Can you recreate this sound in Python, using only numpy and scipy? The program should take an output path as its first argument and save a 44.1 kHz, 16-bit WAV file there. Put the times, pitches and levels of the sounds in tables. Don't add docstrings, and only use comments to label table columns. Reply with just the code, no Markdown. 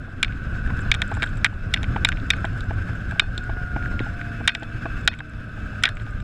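import sys
import numpy as np
from scipy import signal
from scipy.fft import rfft, irfft
from scipy.io import wavfile
from scipy.ndimage import uniform_filter1d, minimum_filter1d

SR = 44100
rng = np.random.default_rng(int(sys.argv[2]) if len(sys.argv) > 2 else 0)


def dump(signal):
    limited = np.clip(np.atleast_2d(signal).T, -1, 1)
    pcm = np.round(limited * 32767).astype(np.int16)
    wavfile.write(sys.argv[1], SR, pcm)


def linear_from_db(decibels):
    return 10 ** (np.asarray(decibels, float) / 20)


N = 274743


def evened(x):
    return x / np.sqrt(np.mean(x ** 2) + 1e-20)


def read(points, hz):
    f, value = np.transpose(points)
    return np.interp(np.log(hz + 1), np.log(f + 1), value, left=-90, right=-90)


def bumps(table, hz):
    return sum(db / (1 + (2 * (hz - f) / width) ** 2) for f, width, db in table)


def curve(table, column):
    rows = np.array(table)
    return np.interp(np.arange(N) / SR, rows[:, 0], rows[:, column])


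def resonate(x, hz, width):
    r = np.exp(-np.pi * width / SR)
    return signal.lfilter([1 - r, 0, r - 1], [1, -2 * r * np.cos(2 * np.pi * hz / SR), r * r], x)


def resonate_twice(x, hz, width):
    return resonate(resonate(x, hz, width), hz, width)


def ring_modes(x, table, widen=1):
    return sum(linear_from_db(db) * resonate_twice(x, hz, widen * width) for hz, width, db in table)


def wander(rate_hz):
    z = rfft(rng.standard_normal(N))
    return evened(irfft(z / (1 + (np.fft.rfftfreq(N, 1 / SR) / rate_hz) ** 4), N))


def noise(shape_db, patchy_db, size=1024):
    frames = N * 4 // size + 5
    a, b, patches = rng.standard_normal((frames, size // 2 + 1, 3)).T
    patches = uniform_filter1d(patches, size=8, axis=0)
    patches = evened(uniform_filter1d(patches, size=8, axis=1))
    colour_db = shape_db(np.fft.rfftfreq(size, 1 / SR))[:, None]
    z = (a + 1j * b) * linear_from_db(colour_db + patchy_db * patches)
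    return evened(signal.istft(z, nperseg=size, noverlap=size * 3 // 4)[1][:N])


def causal(gain_db):
    log_gain = np.log(linear_from_db(np.maximum(np.r_[gain_db, gain_db[-2:0:-1]], -80)))
    taps = np.fft.ifft(np.exp(log_gain - 1j * signal.hilbert(log_gain).imag)).real[:1024]
    return taps / np.linalg.norm(taps)


# (time [s], peak level [dB], cavity share [dB], tick share [dB])
EDGE_CLACKS = [(0.229, -6, -9.5, -15.5), (0.9155, -0.5, -11, -20.5), (0.9416, -23, -4, -16),
               (0.9468, -17, -7, -17), (1.0184, -10, -8, -19.5), (1.1397, -32, -11, -18),
               (1.237, -20.5, 0, -22), (1.3712, -37.5, 4, -13), (1.4452, -3.5, -5.5, -17.5),
               (1.4532, -16, -12, -21), (1.7386, -8, -10, -16.5), (1.8306, -20, -10, -20),
               (2.048, -2.2, -12, -17.5), (2.088, -14, -3.5, -13.5), (2.3035, -2.7, -16.5, -17),
               (2.3669, -35, -11, -14), (2.577, -37, -19, -15), (2.607, -34, -11, -10),
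               (3.1105, -32, 1.5, -12), (3.196, -1.1, -9, -21), (3.378, -29, -2, -19),
               (4.4762, -.9, -8, -17), (4.5501, -15, -11, -21), (5.0763, 1.5, -8.5, -20.5),
               (5.836, -2.6, -5, -14), (5.854, -1.5, -14, -34), (5.8897, -21, 3, -17),
               (0.6614, -41, 11, -18), (0.791, -32, 4, -17)]
# (time [s], peak level [dB], cavity share [dB])
FLAT_BOUNCES = [(0.2464, -22, -10), (0.281, -34, -15), (0.323, -35.5, -5), (1.2224, -19, -6),
                (1.2296, -20, -2), (1.4565, -26, 5), (1.4626, -20, -1), (1.762, -30, 0), (1.7735, -26, -17),
                (1.8424, -26, -11), (2.071, -28, 5), (2.1193, -19, -9), (2.1258, -23, -6),
                (2.172, -29.5, -5), (2.335, -22.5, 0), (2.4515, -35, -3), (3.825, -40, 8.5),
                (3.857, -36.5, 11.5), (3.993, -23, -22), (4.2135, -31, -1), (4.492, -15, -5),
                (4.5023, -34.5, 10), (4.5194, -35, 4.5), (5.878, -30, 9), (5.1314, -33, -5),
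                (5.139, -28, -13), (5.845, -21, -10), (5.8634, -27, 5), (5.87, -29.5, 9),
                (5.97, -31.5, -4.5)]
# (time [s], knock level [dB], cavity share [dB], clack share [dB])
PADDED_KNOCKS = [(0.0775, -44, -.4, -8), (0.675, -44, 8, 9), (0.7016, -32, 3.5, -18), (1.0035, -43, 9, 2.2),
                 (1.1153, -28.5, -15, -9), (1.15, -46, 7, 13), (1.1686, -35, 7, -3),
                 (1.223, -23.5, -22, -12), (1.961, -20, 1, -25), (2.4434, -24.5, 3, -20),
                 (2.7076, -30, -.4, -22), (2.8894, -36.5, 3.5, -13), (3.12, -35.5, 1, -7),
                 (3.158, -40, -1.2, -11), (3.2187, -33, 3, -8), (3.239, -43, 7, -3), (3.493, -33, -5, -28),
                 (3.569, -40, 5.5, -19), (3.7626, -27, 1, -31), (4.005, -39.5, -4, -5),
                 (4.0623, -33.5, -7, -20), (4.4075, -38, 2, -11), (4.6235, -29.5, -.6, -9),
                 (4.8558, -27, 0, -12), (5.189, -46.5, 5, 14), (5.2048, -38, 13, -11),
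                 (5.3355, -55, 14, 15), (5.573, -41, -10, -13), (6.0657, -47, 8, 7), (6.202, -56, 9, 20),
                 (1.525, -41, -3, -15), (5.727, -41.5, 0, -10)]


def contacts():
    rows = []
    for s, db, air, tick in EDGE_CLACKS:
        rows.append((s, db, -31.5 + 0.5 * db, db + air, db + tick, 0.0068 + 0.00005 * db))
    for s, db, air in FLAT_BOUNCES:
        rows.append((s, db - 3, db - 26.5, db + air, db - 37, 0.0069))
    for s, db, air, clack in PADDED_KNOCKS:
        rows.append((s, db + clack, db, db + air, db + clack - 24, 0.0047))
    return rows


# (frequency [Hz], level [dB])
CLACK_COLOUR = [(290, -105), (500, -49), (911, 3.5), (1430, -4.5), (2320, 0), (2850, -5.5), (3550, -7),
                (4620, -18.5), (5100, -10), (5800, -9.5), (6560, -9.5), (7170, -8.5), (7900, -15),
                (10000, -21), (11400, -33.5), (16500, -34)]
# (frequency [Hz], width [Hz], level [dB])
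SHELL_SPOTS = [(2090, 90, -7), (2340, 160, 3), (3000, 90, -5), (3480, 90, -6), (2640, 110, -14),
               (3730, 260, 5), (4380, 110, -7), (6520, 200, -14), (15800, 3500, -9)]
# (frequency [Hz], width [Hz], level [dB])
KNOCK_MODES = [(460, 290, -7.5), (673, 99, 3.5), (802, 149, 3.5), (1115, 110, -2), (2310, 1100, -13)]
# (frequency [Hz], width [Hz], level [dB])
STRUCK_AIR = [(1263, 136, -3), (1550, 335, 9)]
# (time [s], body level [dB], tick level [dB])
REBOUNDS = [(.2301, -10, -24), (.2312, -9, -28), (.2324, -6, -30), (.2338, -14, -36), (.2466, -15, -40),
            (.9165, -4, -24), (.9178, -8, -28), (.9192, -10, -32), (1.0197, -12, -32), (1.0212, -16, -36),
            (1.4458, -3, -20), (1.4475, -11, -28), (1.4491, -9, -36), (1.4503, -9, -33), (1.4517, -13, -34),
            (1.4537, -16, -40), (1.4565, -15, -42), (1.4574, -15, -48), (1.4627, -15, -44),
            (1.7401, -10, -31), (1.7412, -14, -24), (1.7423, -8, -28), (1.7437, -12, -34),
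            (1.7447, -16, -42), (2.0487, -8, -17), (2.0499, -5, -27), (2.051, -6, -28), (2.0532, -8, -34),
            (2.0557, -12, -40), (2.3056, -10, -22), (2.3088, -10, -32), (3.1965, -2, -20),
            (3.1978, -7, -28), (3.1988, -6, -27), (3.2005, -9, -34), (4.4774, -7, -27), (4.4785, -9, -16),
            (4.4796, -3, -20), (4.4813, -8, -26), (4.4827, -10, -29), (4.4928, -11, -40),
            (4.4953, -15, -50), (5.0767, -4, -16), (5.078, -4, -27), (5.0791, -8, -29), (5.0813, -9, -27),
            (5.0824, -11, -34), (5.8376, -5, -27), (5.8388, -5, -21), (5.8405, -15, -30), (5.8553, -2, -31),
            (5.8563, -9, -37), (1.2226, -13, -36), (1.2298, -12, -34), (2.0884, -15, -25),
            (2.0892, -14, -26), (.9417, -14, -32), (4.5502, -20, -38), (4.5527, -20, -42),
            (5.8901, -19, -33)]


def buckle():
    size = 1500
    t, hz = np.arange(size) / SR, np.fft.rfftfreq(4096, 1 / SR)
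    touches = contacts()
    chatter = np.tanh(1.25 * rng.standard_normal((len(touches), size)))
    clack, knock, air, tick = np.zeros((4, N + size))
    push = (t / 0.00035) * np.exp(-t / 0.00029)
    settle = 0.018 * np.exp(-t / 0.012)
    for (s, clack_db, knock_db, air_db, tick_db, length), shake in zip(touches, chatter):
        start = round(s * SR)
        at, length = slice(start, start + size), max(length, 0.001)
        pressure = (1 + 1.27 * np.exp(-t / 0.00033)) * np.exp(-(t / length) ** 2.67) + settle
        clack[at] += linear_from_db(clack_db - 13) * shake * pressure
        clack[start + 6] += 3.8 * linear_from_db(clack_db)
        air[at] += linear_from_db(air_db + 13.5) * shake * pressure * np.exp(-t / 0.006)
        tick[at] += linear_from_db(tick_db + 6.5) * shake * np.exp(-t / (0.22 * length))
        knock[at] += linear_from_db(knock_db + 30) * (push + 0.5 * shake * np.exp(-t / 0.003))
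    for s, body_db, tick_db in REBOUNDS:
        clack[round(s * SR)] += 4 * linear_from_db(body_db)
        tick[round(s * SR)] -= 4 * linear_from_db(tick_db)

    colour = read(CLACK_COLOUR, hz) + bumps(SHELL_SPOTS, hz)
    split = 1 / (1 + (hz / 4700) ** 12)
    body_db = colour + 20 * np.log10(split / (1 + (1750 / (hz + 1)) ** 6))
    tick_colour_db = colour + 20 * np.log10(1 - split + 1e-5)
    out = signal.oaconvolve(clack, causal(body_db))[:N + size]
    out += signal.oaconvolve(tick, causal(tick_colour_db))[:N + size]
    out += ring_modes(air, STRUCK_AIR)
    thud = ring_modes(knock, KNOCK_MODES)
    thud += linear_from_db(-38) * resonate(knock, 600, 1200)
    dull = signal.butter(4, 3200, fs=SR, output="sos")
    return (out + signal.sosfilt(dull, thud))[:N]


# (frequency [Hz], width [Hz])
PANEL_MODES = [(960, 200), (1890, 260), (3250, 320), (3720, 270)]
# (time [s], then the peak level of each panel [dB])
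LANDINGS = [(.2294, -36, -22, -18.5, -22), (.9157, -31, -8, -17, -12), (1.0189, -32, -12, -23, -24),
            (1.4451, -24, -5.5, -21, -20), (1.4562, -42, -12, -26, -34), (1.4621, -42, -16, -30, -30),
            (1.739, -40, -19, -15, -20), (2.0483, -20.5, -12, -10, -11), (2.3033, -37, -15, -12, -12),
            (3.1963, -36, -16, -14, -8), (4.4783, -25, -13, -7, -12), (4.4844, -38, -19, -25, -20),
            (4.4934, -39, -21, -24, -26), (5.0768, -30, -15, -12, -10), (5.0815, -34, -19, -16, -17.5),
            (5.8368, -34, -15, -14, -12), (5.8465, -40, -21, -30, -26), (5.8545, -37, -15, -16, -21),
            (5.866, -42, -23, -32, -30), (2.451, -33.5, -31, -30, -35), (4.0, -33, -31, -36, -37),
            (4.631, -42, -36, -38, -39), (0.9475, -40, -28, -21, -26), (5.202, -34, -36, -44, -44),
            (1.2235, -34, -28, -30, -30), (1.238, -34, -24, -28, -30), (3.3785, -50, -44, -34, -28),
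            (4.551, -44, -26, -28, -28), (1.272, -50, -44, -38, -40), (3.497, -34, -42, -48, -50),
            (1.114, -38, -32, -42, -44), (1.9625, -22, -32, -44, -48), (.703, -30, -42, -50, -50),
            (2.445, -27, -34, -44, -48), (5.114, -40, -30, -40, -44), (5.122, -42, -34, -38, -42),
            (5.19, -48, -44, -38, -36), (5.824, -42, -30, -38, -38), (5.872, -44, -26, -32, -34),
            (5.997, -48, -38, -42, -46)]


def panels():
    t, out = np.arange(900) / SR, np.zeros(N)
    scrape = (1 - np.exp(-t / 0.0005)) * np.exp(-(t / 0.0032) ** 2)
    shakes_of_all = rng.standard_normal((len(LANDINGS), len(PANEL_MODES), 900))
    for (s, *dbs), shakes in zip(LANDINGS, shakes_of_all):
        for db, (hz, width), shake in zip(dbs, PANEL_MODES, shakes):
            ring = resonate_twice(shake * scrape, hz, 1.2 * width)
            out[round(s * SR):][:900] += linear_from_db(db) * ring / abs(ring).max()
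    return out


def flat():
    t, out = np.arange(600) / SR, np.zeros(N)
    fade = np.exp(-(t / 0.0045) ** 2)
    first_blow = 6 * (t < 0.0001)
    for (s, db, _), shake in zip(FLAT_BOUNCES, rng.standard_normal((len(FLAT_BOUNCES), 600))):
        out[round(s * SR):][:600] += linear_from_db(db + 2) * (shake + first_blow) * fade
    return resonate_twice(out, 2180, 980)


# (time [s], peak level [dB])
STRAP_SLAPS = [(0.7027, -30), (1.96, -17.5), (2.445, -18.5), (2.708, -25), (3.2185, -26), (3.378, -25),
               (3.493, -26), (3.567, -23), (3.762, -15), (4.006, -12.5), (4.404, -21), (4.623, -22),
               (4.855, -16.5), (5.059, -26)]


def strap():
    t, out = np.arange(900) / SR, np.zeros(N)
    slap = np.sin(2 * np.pi * 294 * t) * np.exp(-t / 0.0023)
    for s, db in STRAP_SLAPS:
        out[round(s * SR):][:900] -= linear_from_db(db + 1) * slap
    return out


# (frequency [Hz], level [dB], time to fade by 60 dB [s])
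TONGUE_TONES = [(2525, 0, .19), (3545, -5, .17), (4290, -8, .15), (4990, -10, .09), (5480, -16, .1)]
# (time [s], level [dB])
TONGUE_BLOWS = [(.2288, -38), (0.9155, -32), (1.7381, -40), (2.0487, -31), (2.3036, -33), (3.196, -30.5),
                (3.376, -45), (4.477, -28), (5.0767, -30.5), (5.836, -34), (5.89, -42)]


def tongue():
    t, out = np.arange(8000) / SR, np.zeros(N + 8000)
    ring = sum(linear_from_db(db - 60 * t / t60) * np.sin(2 * np.pi * hz * t) for hz, db, t60 in TONGUE_TONES)
    for s, db in TONGUE_BLOWS:
        out[round(s * SR):][:8000] += linear_from_db(db) * ring
    return out[:N]


# (time [s], peak level [dB])
TONGUE_FLICKS = [
    (2.607, -34),
    (3.3783, -25),
    (2.2, -39),
    (4.632, -40),
]


def ping():
    t, out = np.arange(400) / SR, np.zeros(N)
    scratch = np.exp(-(t / 0.0046) ** 2)
    first_blow = 5 * (t < 0.0001)
    for (s, db), shake in zip(TONGUE_FLICKS, rng.standard_normal((len(TONGUE_FLICKS), 400))):
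        out[round(s * SR):][:400] += linear_from_db(db + 4) * (shake + first_blow) * scratch
    flecks_per_s, fleck_db = 22, -46.5
    level_db = follow(fleck_db, 0.3, 0.6) + 3 * rng.standard_normal(N)
    jiggle = (rng.random(N) < flecks_per_s / SR) * linear_from_db(level_db)
    flecks = signal.oaconvolve(jiggle, scratch)[:N] * rng.standard_normal(N)
    return resonate_twice(out, 3700, 1100) + resonate_twice(flecks, 3300, 1300)


# (time [s], peak level [dB])
GRIT_TICKS = [(0.6633, -53), (0.79, -52), (0.806, -44), (1.078, -43), (1.141, -42), (1.1474, -42),
              (1.1604, -50), (1.1704, -51), (1.2225, -42), (1.2291, -35.5), (1.2434, -46), (1.2603, -46),
              (1.2904, -50), (1.3712, -45), (2.0877, -43), (2.2657, -54), (2.45, -41.5), (2.5844, -52),
              (2.9521, -50), (3.3776, -38), (3.438, -49), (4.5444, -46), (4.6313, -47), (5.0098, -48),
              (5.0499, -49), (5.1486, -53), (5.1876, -44.5), (5.2953, -50.5), (5.826, -43), (5.9526, -48),
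              (.8155, -45), (1.112, -47), (1.354, -52), (1.4655, -44), (2.0805, -42), (2.405, -53),
              (2.53, -53), (2.64, -53), (5.97, -52), (1.268, -50), (1.378, -47), (1.152, -47), (4.597, -52),
              (6.02, -54), (6.032, -56), (6.108, -53), (6.204, -53)]


def grit():
    t, out = np.arange(400) / SR, np.zeros(N + 400)
    scratch = np.exp(-(t / 0.004) ** 2)
    for (s, db), shake in zip(GRIT_TICKS, rng.standard_normal((len(GRIT_TICKS), 400))):
        out[round(s * SR):][:400] += linear_from_db(db + 9.5) * shake * scratch
    return resonate_twice(out[:N], 7550, 1000)


# (time [s], gust level [dB], level of the flow through the seams [dB])
WIND = [(0.0, -34, -45), (0.36, -27.5, -41.5), (0.83, -23.5, -35.5), (1.04, -27, -34.5), (1.6, -27.5, -41),
        (1.9, -22, -37.5), (2.36, -27, -38), (2.91, -26, -38.5), (3.68, -30.5, -40.5), (3.87, -21, -37.5),
        (4.13, -31, -39), (4.42, -29.5, -37.5), (4.56, -38.5, -41.5), (5.0, -25.5, -37), (5.22, -38, -47),
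        (5.7, -31, -39.5), (5.95, -33, -42.5), (6.23, -29, -42.5)]


def follow(db, per_gust, per_flow):
    typical_gust_db, typical_flow_db = -28, -39
    gust_db = curve(WIND, 1) - typical_gust_db
    flow_db = curve(WIND, 2) - typical_flow_db
    return db + per_gust * gust_db + per_flow * flow_db


# (frequency [Hz], level per Hz [dB])
BUFFET_COLOUR = [(8.8, -36), (15, 0), (48, -2.5), (86, -4), (107, -2), (140, -15), (215, -19), (260, -20),
                 (340, -27), (570, -120)]
# (frequency [Hz], level per Hz [dB])
ROAR_COLOUR = [(76, -19.5), (130, -4), (217, -11), (355, -19.5), (674, -23), (733, -21.5), (820, -34),
               (969, -31), (1200, -22.5), (1560, -30), (2640, -120)]


def wind():
    lumps = wander(20)
    buffet = noise(lambda hz: read(BUFFET_COLOUR, hz), 1.1, size=4096)
    buffet *= linear_from_db(curve(WIND, 1) + 2.1 * lumps)
    roar = noise(lambda hz: read(ROAR_COLOUR, hz), 1.0)
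    roar *= linear_from_db(follow(-38.5, 0.41, 0.53) + 0.97 * lumps + 1.26 * wander(42.3))
    return buffet + roar


# (frequency [Hz], width [Hz], level [dB])
CAVITY_MODES = [(1349, 47, 2), (1515, 175, 8.5), (1860, 600, -27)]
# (frequency [Hz], level per Hz [dB])
FIZZ_COLOUR = [(1000, -24), (1700, -4), (1940, -5), (2630, -9), (4080, -18), (5170, -21.5), (5850, -25),
               (10700, -36), (13900, -40), (15150, -45), (15400, -80)]
# (frequency [Hz], width [Hz], level [dB])
SHELL_MODES = [(1870, 93, -11), (2700, 480, 4), (3680, 530, 3), (5170, 190, 9.5), (6500, 380, 6),
               (7680, 640, 8.5), (10240, 330, 7), (13600, 350, 5)]


def case_hiss():
    gusts = wander(26)
    air = rng.standard_normal(N) * linear_from_db(1.78 * gusts)
    cavity = evened(ring_modes(air, CAVITY_MODES, widen=1.3)) * linear_from_db(curve(WIND, 2) + 0.1)
    fizz = noise(lambda hz: read(FIZZ_COLOUR, hz) + bumps(SHELL_MODES, hz), 1.6)
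    fizz *= linear_from_db(1.3 * gusts + 0.33 * wander(90))
    dust = (rng.random(N) < 25 / SR) * linear_from_db(3.9 * np.minimum(rng.exponential(1, N), 4))
    ticks = resonate(signal.oaconvolve(dust, rng.standard_normal(90))[:N], 10200, 900)
    fizz_rise_db = 0.45 * np.arange(N) / SR
    return cavity + (fizz + linear_from_db(-15) * ticks) * linear_from_db(follow(-53, 0.11, 0.85) + fizz_rise_db)


# (time [s], turns per second [Hz], firing level [dB], shake level [dB])
CRANK = [(0, 65, -14, -8), (.6, 72, -1.5, -10), (1.2, 72, -4, -16), (2.1, 66.5, -7, -5.5),
         (3.0, 57, -9, -8), (3.9, 58, -16, -21), (4.1, 67, -4, -6), (4.4, 78.6, -2.5, -3),
         (4.9, 77, -1, -4), (5.3, 74.3, -5.5, -2.5), (5.5, 72.4, -0.5, -8), (5.8, 69.5, -2.5, -6),
         (6.23, 66, -16, -12)]
# (multiple of the crank speed, rms level [dB])
FIRING_ORDERS = [(1.5, -41), (3, -44)]
# (multiple of the crank speed, rms level [dB])
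SHAKE_ORDERS = [(2, -45), (4, -46.5), (6, -56)]
# (frequency [Hz], width [Hz], rms level [dB])
BRACKET_BUZZ = [(2315, 36, -62), (2544, 30, -59.5), (2620, 43, -57), (3480, 61, -67)]
# (start [s], end [s], start pitch [Hz], end pitch [Hz], rms level [dB])
WHINES = [
    (0.158, 1.297, 1500, 1415, -43),
    (3.3, 4.751, 735.6, 675.5, -51.5),
    (3.33, 4.099, 1466, 1410, -37),
    (5.05, 6.5, 651, 570, -57),
    (5.4, 6.4, 1302, 1190, -51.5),
    (2.8, 3.906, 113.8, 114.6, -38.5),
]


def engine():
    t, turns = np.arange(N) / SR, np.cumsum(curve(CRANK, 1)) / SR

    def order(multiple, db):
        return linear_from_db(db + 1.5 * wander(9)) * np.sin(2 * np.pi * (multiple * turns + rng.random()))

    out = linear_from_db(curve(CRANK, 2)) * sum(order(k, db) for k, db in FIRING_ORDERS)
    out += linear_from_db(curve(CRANK, 3)) * sum(order(k, db) for k, db in SHAKE_ORDERS)
    buzz = np.zeros(N)
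    for hz, width, db in BRACKET_BUZZ:
        buzz += linear_from_db(db) * evened(resonate_twice(rng.standard_normal(N), hz, width))
    speed_db = 0.5 * (curve(CRANK, 1) - 70)
    out += buzz * linear_from_db(speed_db + 0.28 * curve(CRANK, 3) + 0.76 * (curve(WIND, 2) + 35))
    for start, end, start_hz, end_hz, db in WHINES:
        u = np.clip((t - start) / (end - start), 0, 1)
        hz = (start_hz + (end_hz - start_hz) * u) * (1 + 0.00289 * wander(25.4))
        swell = linear_from_db(db + 2.5 * wander(7)) * np.sin(np.pi * u) ** 0.4
        out += swell * np.sin(2 * np.pi * np.cumsum(hz) / SR)
    return np.sqrt(2) * out


def scene():
    blows = buckle() + panels() + flat() + strap() + tongue() + ping() + grit()
    return (blows + wind() + case_hiss() + engine())[None]


def low_pass(x):
    return signal.sosfilt(signal.butter(12, 16690, fs=SR, output="sos"), x)


def record(dry):
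    peak_db = 20 * np.log10(-minimum_filter1d(-abs(dry[0]), size=700) + 1e-6)
    fall = np.arange(N) * 11.4 / SR
    excess_db = np.clip(peak_db + 2, -40, 3)
    over_db = np.maximum(np.maximum.accumulate(excess_db + fall) - fall, 0)
    ducked = dry * linear_from_db(-uniform_filter1d(over_db, size=100))
    ducked /= (1 + (ducked / 0.98) ** 8) ** 0.125
    ducked += linear_from_db(-81) * np.sin(2 * np.pi * 11000 * np.arange(N) / SR)
    ducked *= np.minimum(np.arange(N)[::-1] / 120, 1)
    edge = signal.butter(12, 15500, fs=SR, output="sos")
    return low_pass(signal.sosfilt(edge, ducked))


dry = scene()
out = record(dry)
dump(out)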